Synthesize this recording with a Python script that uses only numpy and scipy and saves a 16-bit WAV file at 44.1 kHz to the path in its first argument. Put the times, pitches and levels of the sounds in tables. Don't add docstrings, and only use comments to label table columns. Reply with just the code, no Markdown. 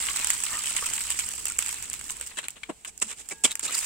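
import sys
import numpy as np
from scipy import signal
from scipy.fft import rfft, irfft
from scipy.io import wavfile

SR = 44100
rng = np.random.default_rng(int(sys.argv[2]) if len(sys.argv) > 2 else 0)


def log_audio(samples):
    frames = np.atleast_2d(samples).T
    limited = np.clip(frames, -1, 1)
    pcm = np.round(limited * 32767).astype(np.int16)
    wavfile.write(sys.argv[1], SR, pcm)


def boost_factor(decibels):
    exponent = np.asarray(decibels, float) / 20
    return 10 ** exponent


N = 169785
BODY_LOW_HZ, BODY_HIGH_HZ = 844, 4346
GRID_HZ = np.fft.rfftfreq(4096, 1 / SR)


def at_hz(points, hz):
    p = np.array(points)
    return np.interp(np.log(hz + 1), np.log(p[:, 0]), p[:, 1])


def rms_one(x):
    return x / np.sqrt(np.mean(np.square(x)) + 1e-20)


def drift(rate_hz):
    r = np.exp(-2 * np.pi * rate_hz / SR)
    wander = signal.lfilter([1], [1, -2 * r, r * r], rng.standard_normal(N + SR))
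    return rms_one(wander[SR:])


def colour(x, points):
    cepstrum = irfft(at_hz(points, GRID_HZ) * np.log(10) / 20)
    cepstrum[1:2048] *= 2
    cepstrum[2049:] = 0
    return signal.fftconvolve(x, irfft(np.exp(rfft(cepstrum))))[:N]


def stereo_noise():
    # frequency [Hz], correlation [0 to 1].
    likeness = [(60, 0.6), (400, 0.63), (1000, 0.53), (1700, 0.029), (2700, 1), (3500, 0.045),
                (16000, 0.008)]
    alike = np.clip(at_hz(likeness, np.fft.rfftfreq(N, 1 / SR)), 0, 1)
    mid, side = rfft(rng.standard_normal((2, N)))
    return rms_one(irfft(np.sqrt(1 + alike) * mid + np.sqrt(1 - alike) * side * [[1], [-1]], N))


def band(x, low_hz, high_hz):
    sos = signal.butter(2, [low_hz, high_hz], "band", fs=SR, output="sos")
    return signal.sosfilt(sos, x) * np.sqrt(SR / 2 / (high_hz - low_hz))


def swell(x, rise_s, fall_s):
    a, b = np.exp(-1 / (rise_s * SR)), np.exp(-1 / (fall_s * SR))
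    dying = signal.lfilter([1], [1, -b], x + 1e-18)
    return signal.lfilter([2 * (1 - a)], [1, -a], dying)


def arch(s, length_s):
    t = np.arange(N) / SR
    return np.sin(np.pi * np.clip((t - s) / length_s, 0, 1))


def marks(s, db):
    out = np.zeros(N)
    np.add.at(out, (np.asarray(s) * SR).astype(int), boost_factor(np.asarray(db)))
    return out


def grains(per_s, spread_db):
    size = boost_factor(spread_db * np.minimum(rng.exponential(1, N), 4))
    return (rng.random(N) < per_s / SR) * size


def ring(x, hz, t60):
    r, w = boost_factor(-60 / (t60 * SR)), 2 * np.pi * hz / SR
    return signal.lfilter([0, np.sin(w)], [1, -2 * r * np.cos(w), r * r], x + 1e-18)


def boil_strength():
    # time [s], fizz level [dB], bubbling relative to fizz [dB].
    vigour = [(0, -30.5, -1), (.5, -35, -2.5), (.9, -32.5, -3), (1.3, -36.5, -4), (1.43, -40.5, -9.5),
              (1.565, -43, -4), (1.581, -65, -9), (1.595, -35.5, -3), (2.0, -46, -2), (2.3, -47, -1.5),
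              (2.6, -65.5, 4.5), (2.95, -79, 6), (3.2, -52, -3.5), (3.42, -57.5, -6), (3.6, -83, -11),
              (3.64, -39.5, -14), (3.85, -30, -4.5)]
    t = np.arange(N) / SR
    s, fizz_db, rel_db = np.transpose(vigour)
    fizz = boost_factor(np.interp(t, s, fizz_db))
    bubbling = boost_factor(np.interp(t, s, fizz_db + rel_db))
    patch = boost_factor(0.5 * (drift(1.3) + drift(44)) / 2)
    grain_s, grain_db = 0.0012, -5.5
    fine, coarse = [boost_factor(grain_db) * swell(grains(230, 2.5), grain_s / 3, grain_s) for _ in range(2)]
    hiss = fizz * boost_factor(-4.5) * patch * (1 + fine)
    wash = bubbling * boost_factor(-9.5) * patch * (1 + 0.27 * fine + 1.41 * coarse)
    return hiss, wash, bubbling


def patchy(x, low_hz, high_hz, patchy_db):
    count, flares_hz = 12, 46
    edges = np.geomspace(low_hz, high_hz, count + 1)
    out = 0
    for k, (a, b) in enumerate(zip(edges, edges[1:])):
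        share = np.sqrt((b - a) / (high_hz - low_hz))
        out = out + boost_factor(patchy_db * drift(flares_hz)) * share * band(x[k % 2], a, b)
    return out


def bubbles():
    per_s, cycles, spread_db = 570, 2.15, 6.5
    born = grains(per_s * boost_factor(2.6 * drift(15)), spread_db)
    dealt = rng.integers(0, 24, N)
    out = np.zeros((2, N))
    for k, hz in enumerate(np.geomspace(1000, 3200, num=24)):
        one = ring(born * (dealt == k), hz, cycles / hz)
        out += [one, np.roll(one, rng.integers(-9, 10))]
    return rms_one(out)


def spits():
    # start [s], peak [dB], spray relative to peak [dB].
    early_spits = [(0.161, -4.5, -14), (0.2449, 0.5, -33), (0.2708, -1.5, -23), (0.3024, 5.5, -33),
                   (0.332, -8, -15), (0.4362, -6, -27), (0.5307, -20, -8.5), (0.54, -17, -8.5),
                   (0.6371, -7.5, -30), (0.6574, -5, -22), (0.6844, -18, -7), (0.7643, -4, -16),
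                   (0.8145, -20, -18), (0.844, -19.5, -16), (0.858, -10.5, -8), (0.935, -5.5, -21),
                   (1.0064, -6.5, -26), (1.1032, -2, -20.5), (1.189, -6.5, -12), (1.253, -18, -27),
                   (1.2886, -6.5, -39), (1.3362, -10, -31), (1.3788, -17.5, -11), (1.4544, -0.5, -23),
                   (1.4824, -6.5, -20), (1.5728, -16, -35), (1.5892, 4, -27.5), (1.6238, -6, -34),
                   (1.6615, -7, -25.5), (1.825, -9.5, -19)]
    # start [s], peak [dB].
    small_ticks = [(0.0074, -25), (0.0338, -26), (0.0606, -12), (0.1686, -25), (0.1774, -20), (0.1923, -9),
                   (0.2104, -29), (0.224, -17), (0.3444, -25), (0.445, -18), (0.4723, -18), (0.504, -15),
                   (0.7287, -24), (1.3109, -33), (1.3603, -20), (1.3957, -20), (1.4654, -18),
                   (1.4994, -13.5), (1.5203, -12.5), (1.5954, -24), (1.6044, -27), (1.6134, -16),
                   (1.6256, -21), (1.6364, -23), (1.683, -12), (1.6895, -12.5), (1.727, -12), (1.7427, -15),
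                   (1.784, -19), (1.8432, -27), (1.9924, -21), (2.0722, -26), (2.081, -23), (2.1675, -21),
                   (2.1982, -21), (2.3974, -37), (2.5656, -42), (2.6534, -44), (2.81, -43), (3.1283, -28),
                   (3.2964, -27), (3.4377, -6), (3.4423, -10), (3.4475, -3), (3.4495, -16), (3.4534, -21),
                   (3.6364, -19), (3.6814, -35), (3.7242, -16.5), (3.7584, -27), (3.7876, -14.5),
                   (3.8093, -15), (3.8174, -17), (3.83, -19), (3.8434, -25)]
    # start [s], peak [dB], body relative [dB], spray relative [dB].
    late_spits = [(1.8986, -9, -23.5, -46), (1.9104, -32, -31, -34), (1.931, -7.5, -26, -22.5),
                  (1.938, -9.5, -17, -26), (2.0112, -12.5, -15, -44), (2.04, -16, -26, -11.5),
                  (2.0904, -24.5, -16.5, -5), (2.105, -7.5, -46, -21), (2.2111, -6, -18, -22.5),
                  (2.2628, -16.5, -28.5, -15), (2.4835, -6, -15.5, -34), (2.5047, -17, -47, -25),
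                  (2.633, -23, -8.5, -21.5), (2.8479, -14, -13, -23.5), (2.9766, -17.5, -29, -21),
                  (2.9997, -20, -39, -35), (3.019, -11.5, -8.5, -33), (3.2874, -17, -27, -11.5),
                  (3.5092, -14, -22.5, -13.5), (3.554, -3.5, -20, -31), (3.594, -5.5, -20.5, -23.5),
                  (3.744, -11, -25, -7)]
    usual_body_db, tick_db, tick_spray_db = -20.5, 3.5, -28
    events = [(s, db, usual_body_db, spray_db) for s, db, spray_db in early_spits]
    events += [(s, db + tick_db, usual_body_db, tick_spray_db) for s, db in small_ticks]
    s, db, body_db, spray_db = np.transpose(events + list(late_spits))
    rise_s, crack_fall_s, spray_fall_s = 0.0007, 0.0008, 0.016
    hiss_db, body_db = db - 15.5, db + body_db - 1
    crack = swell(marks(s, hiss_db), rise_s, crack_fall_s)
    crack_body = swell(marks(s, body_db), rise_s, crack_fall_s)
    sputter = boost_factor(5.08 * drift(170))
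    spray = sputter * swell(marks(s, hiss_db + spray_db), rise_s, spray_fall_s)
    spray_body = sputter * swell(marks(s, body_db + spray_db), rise_s, spray_fall_s)
    return crack, crack_body, spray, spray_body


def gurgles():
    # start [s], length [s], pitch [Hz], level [dB].
    pockets = [(0.0884, 0.019, 1130, -38), (0.47, 0.0054, 2150, -38), (0.52, 0.041, 1850, -39.5),
               (0.492, 0.11, 1210, -37.5), (0.82, 0.017, 1164, -35), (1.5, 0.014, 1404, -41.5),
               (2.632, 0.0098, 2330, -36.5), (3.308, 0.021, 2270, -38), (3.625, 0.043, 4600, -41.5),
               (3.445, .014, 3300, -23), (3.44, 0.023, 2300, -32), (3.676, 0.017, 3900, -34.5),
               (2.632, .008, 3140, -42), (3.738, 0.019, 4600, -35.5), (3.014, 0.0138, 1000, -37.5),
               (2.1, 0.018, 1000, -41.5), (2.2, 0.013, 500, -44.5), (1.584, 0.0074, 7800, -29),
               (3.67, .02, 2800, -44.5), (3.026, 0.046, 220, -50.5), (3.674, 0.03, 1220, -39.5),
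               (4.7, 0.025, 3350, -33.5), (3.5, 0.03, 3800, -34.5)]
    out, jet = np.zeros(N), rng.standard_normal(N)
    for s, length, hz, db in pockets:
        blown = jet * arch(s, length) ** .5
        t60 = min(37 / hz, .07)
        out += boost_factor(db) * ring(blown, hz, t60) * np.sqrt(30 / t60 / SR)
    return out


def spatula_strokes():
    # start [s], length [s], rasp [dB], body [dB], thud [dB].
    blade_strokes = [(2.303, 0.013, -61, -43, -53), (2.366, 0.028, -37, -36, -44.5),
                     (2.425, 0.027, -42, -40, -47.5), (2.556, 0.014, -51, -46, -48),
                     (2.634, 0.0069, -55, -47, -68), (2.685, 0.016, -45.5, -47, -29.5),
                     (2.855, 0.032, -40.5, -51.5, -52), (3.012, 0.01, -21.5, -30.5, -33.5),
                     (3.041, 0.056, -47, -57, -64), (3.074, 0.053, -41.5, -45, -52.5),
                     (3.159, 0.054, -44.5, -52.5, -57.5), (3.289, 0.0094, -48, -50, -49),
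                     (3.307, 0.016, -33, -46.5, -35.5), (3.4348, 0.015, -19, -27.5, -27.5),
                     (3.455, 0.055, -43.5, -48, -50), (3.621, 0.041, -32.5, -42, -43.5),
                     (3.66, 0.058, -56, -42.5, -50), (3.719, 0.059, -35.5, -40.5, -51)]
    t = np.arange(N) / SR
    pressed = np.zeros((3, N))
    for s, length, *db in blade_strokes:
        pressed += ((t > s) & (t < s + length)) * boost_factor(db)[:, None]
    rise_s, fall_s = 0.0011, 0.0084
    rasp, body, thud = swell(pressed, rise_s, fall_s) / (2 * fall_s * SR) * boost_factor(3 * drift(107))
    return rasp, body, thud


def judders():
    # start [s], length [s], slips per second [Hz], level [dB].
    blade_judders = [
        (2.693, 0.016, 328, -24.5),
        (3.313, 0.023, 378, -41),
        (3.438, 0.023, 244, -38),
        (3.628, .025, 302, -44),
    ]
    t = np.arange(N) / SR
    out = np.zeros(N)
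    for s, length, hz, db in blade_judders:
        for k in range(3):
            partial = np.sin(2 * np.pi * (k + 1) * hz * (t - s))
            out += boost_factor(db - 3.5 * k) * arch(s, length) * partial
    return out


def pan_rings():
    # frequency [Hz], level [dB], t60 [s].
    pan_modes = [(328, 0, .09), (473, -1, 0.23), (900, -7, 1.8), (1647, -3, 2), (2630, -5, 0.22),
                 (3740, -16, 1)]
    # start [s], level [dB].
    pan_knocks = [
        (3.318, -50.5),
        (3.439, -55),
    ]
    s, db = np.transpose(pan_knocks)
    out = np.zeros(N)
    for hz, level_db, t60 in pan_modes:
        out += ring(marks(s, db + level_db + rng.normal(0, 1.1, len(s))), hz, t60)
    return out


def kitchen(x):
    t = np.arange(SR // 4) / SR
    t60 = .09
    cloud = rng.standard_normal((2, len(t))) * boost_factor(-60 * t / t60) * (t > .003)
    return boost_factor(-20) * signal.fftconvolve(x, cloud / np.linalg.norm(cloud[0]), axes=1)[:, :N]


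def background():
    # frequency [Hz], level [dB].
    flame_colour = [(20, -13), (45, -8), (62, -0.5), (85, -12), (300, -14.5), (900, -27)]
    # frequency [Hz], level [dB].
    room_colour = [(150, -8), (400, 5), (800, 21), (16000, -99)]
    flame = rms_one([colour(c, flame_colour) for c in stereo_noise()])
    ease_db = -7.5 / (1 + np.exp((2.25 - np.arange(N) / SR) / 0.03))
    hum = rms_one(band(stereo_noise(), 439, 451))
    air = rms_one([colour(c, room_colour) for c in stereo_noise()])
    return boost_factor(-47 + ease_db) * flame + boost_factor(-66) * hum + boost_factor(-67) * air


def scene():
    hiss, wash, bubbling = boil_strength()
    crack, crack_body, spray, spray_body = spits()
    rasp, stroke_body, thud = spatula_strokes()
    body = np.hypot(wash, stroke_body)
    noise = np.array([stereo_noise(), stereo_noise()])
    even = np.sign(stereo_noise())

    pan = patchy(np.hypot(hiss, spray) * noise, BODY_HIGH_HZ, 18800, patchy_db=2)
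    pan = pan + patchy(np.hypot(body, spray_body) * noise, BODY_LOW_HZ, BODY_HIGH_HZ, patchy_db=3)
    pan += boost_factor(-11.5) * bubbling * bubbles()
    pan += band(crack * even, BODY_HIGH_HZ, 14800)
    pan += band(crack_body * even, 686, BODY_HIGH_HZ)
    pan += gurgles()
    pan += boost_factor(-4) * band(rasp * noise[1], BODY_HIGH_HZ, 9600)
    pan += boost_factor(-8) * band(rasp * noise[0], BODY_HIGH_HZ, 16000)
    pan += boost_factor(-6) * band(band(thud * even, 170, 860), 170, BODY_HIGH_HZ)
    pan += judders() + pan_rings()
    return pan + kitchen(pan) + background()


def roll_off(x):
    return signal.sosfilt(signal.butter(12, 16300, fs=SR, output="sos"), x)


def record(dry):
    # frequency [Hz], gain [dB].
    left_port = [(200, -2.5), (600, -7.5), (2900, 5.5), (3800, 0), (6400, -2.5), (8900, 8.5), (10500, -8),
                 (16000, -4.5)]
    # frequency [Hz], gain [dB].
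    right_port = [(200, -5), (600, -5.5), (2800, -3), (3700, -3), (6300, 3), (7800, 16), (10000, -5),
                  (16000, -13)]
    heard = np.array([colour(dry[0], left_port), colour(dry[1], right_port)])
    heard = signal.sosfilt(signal.cheby2(10, 30, 16200, fs=SR, output="sos"), heard)
    return roll_off(heard)


dry = scene()
out = record(dry)
log_audio(out)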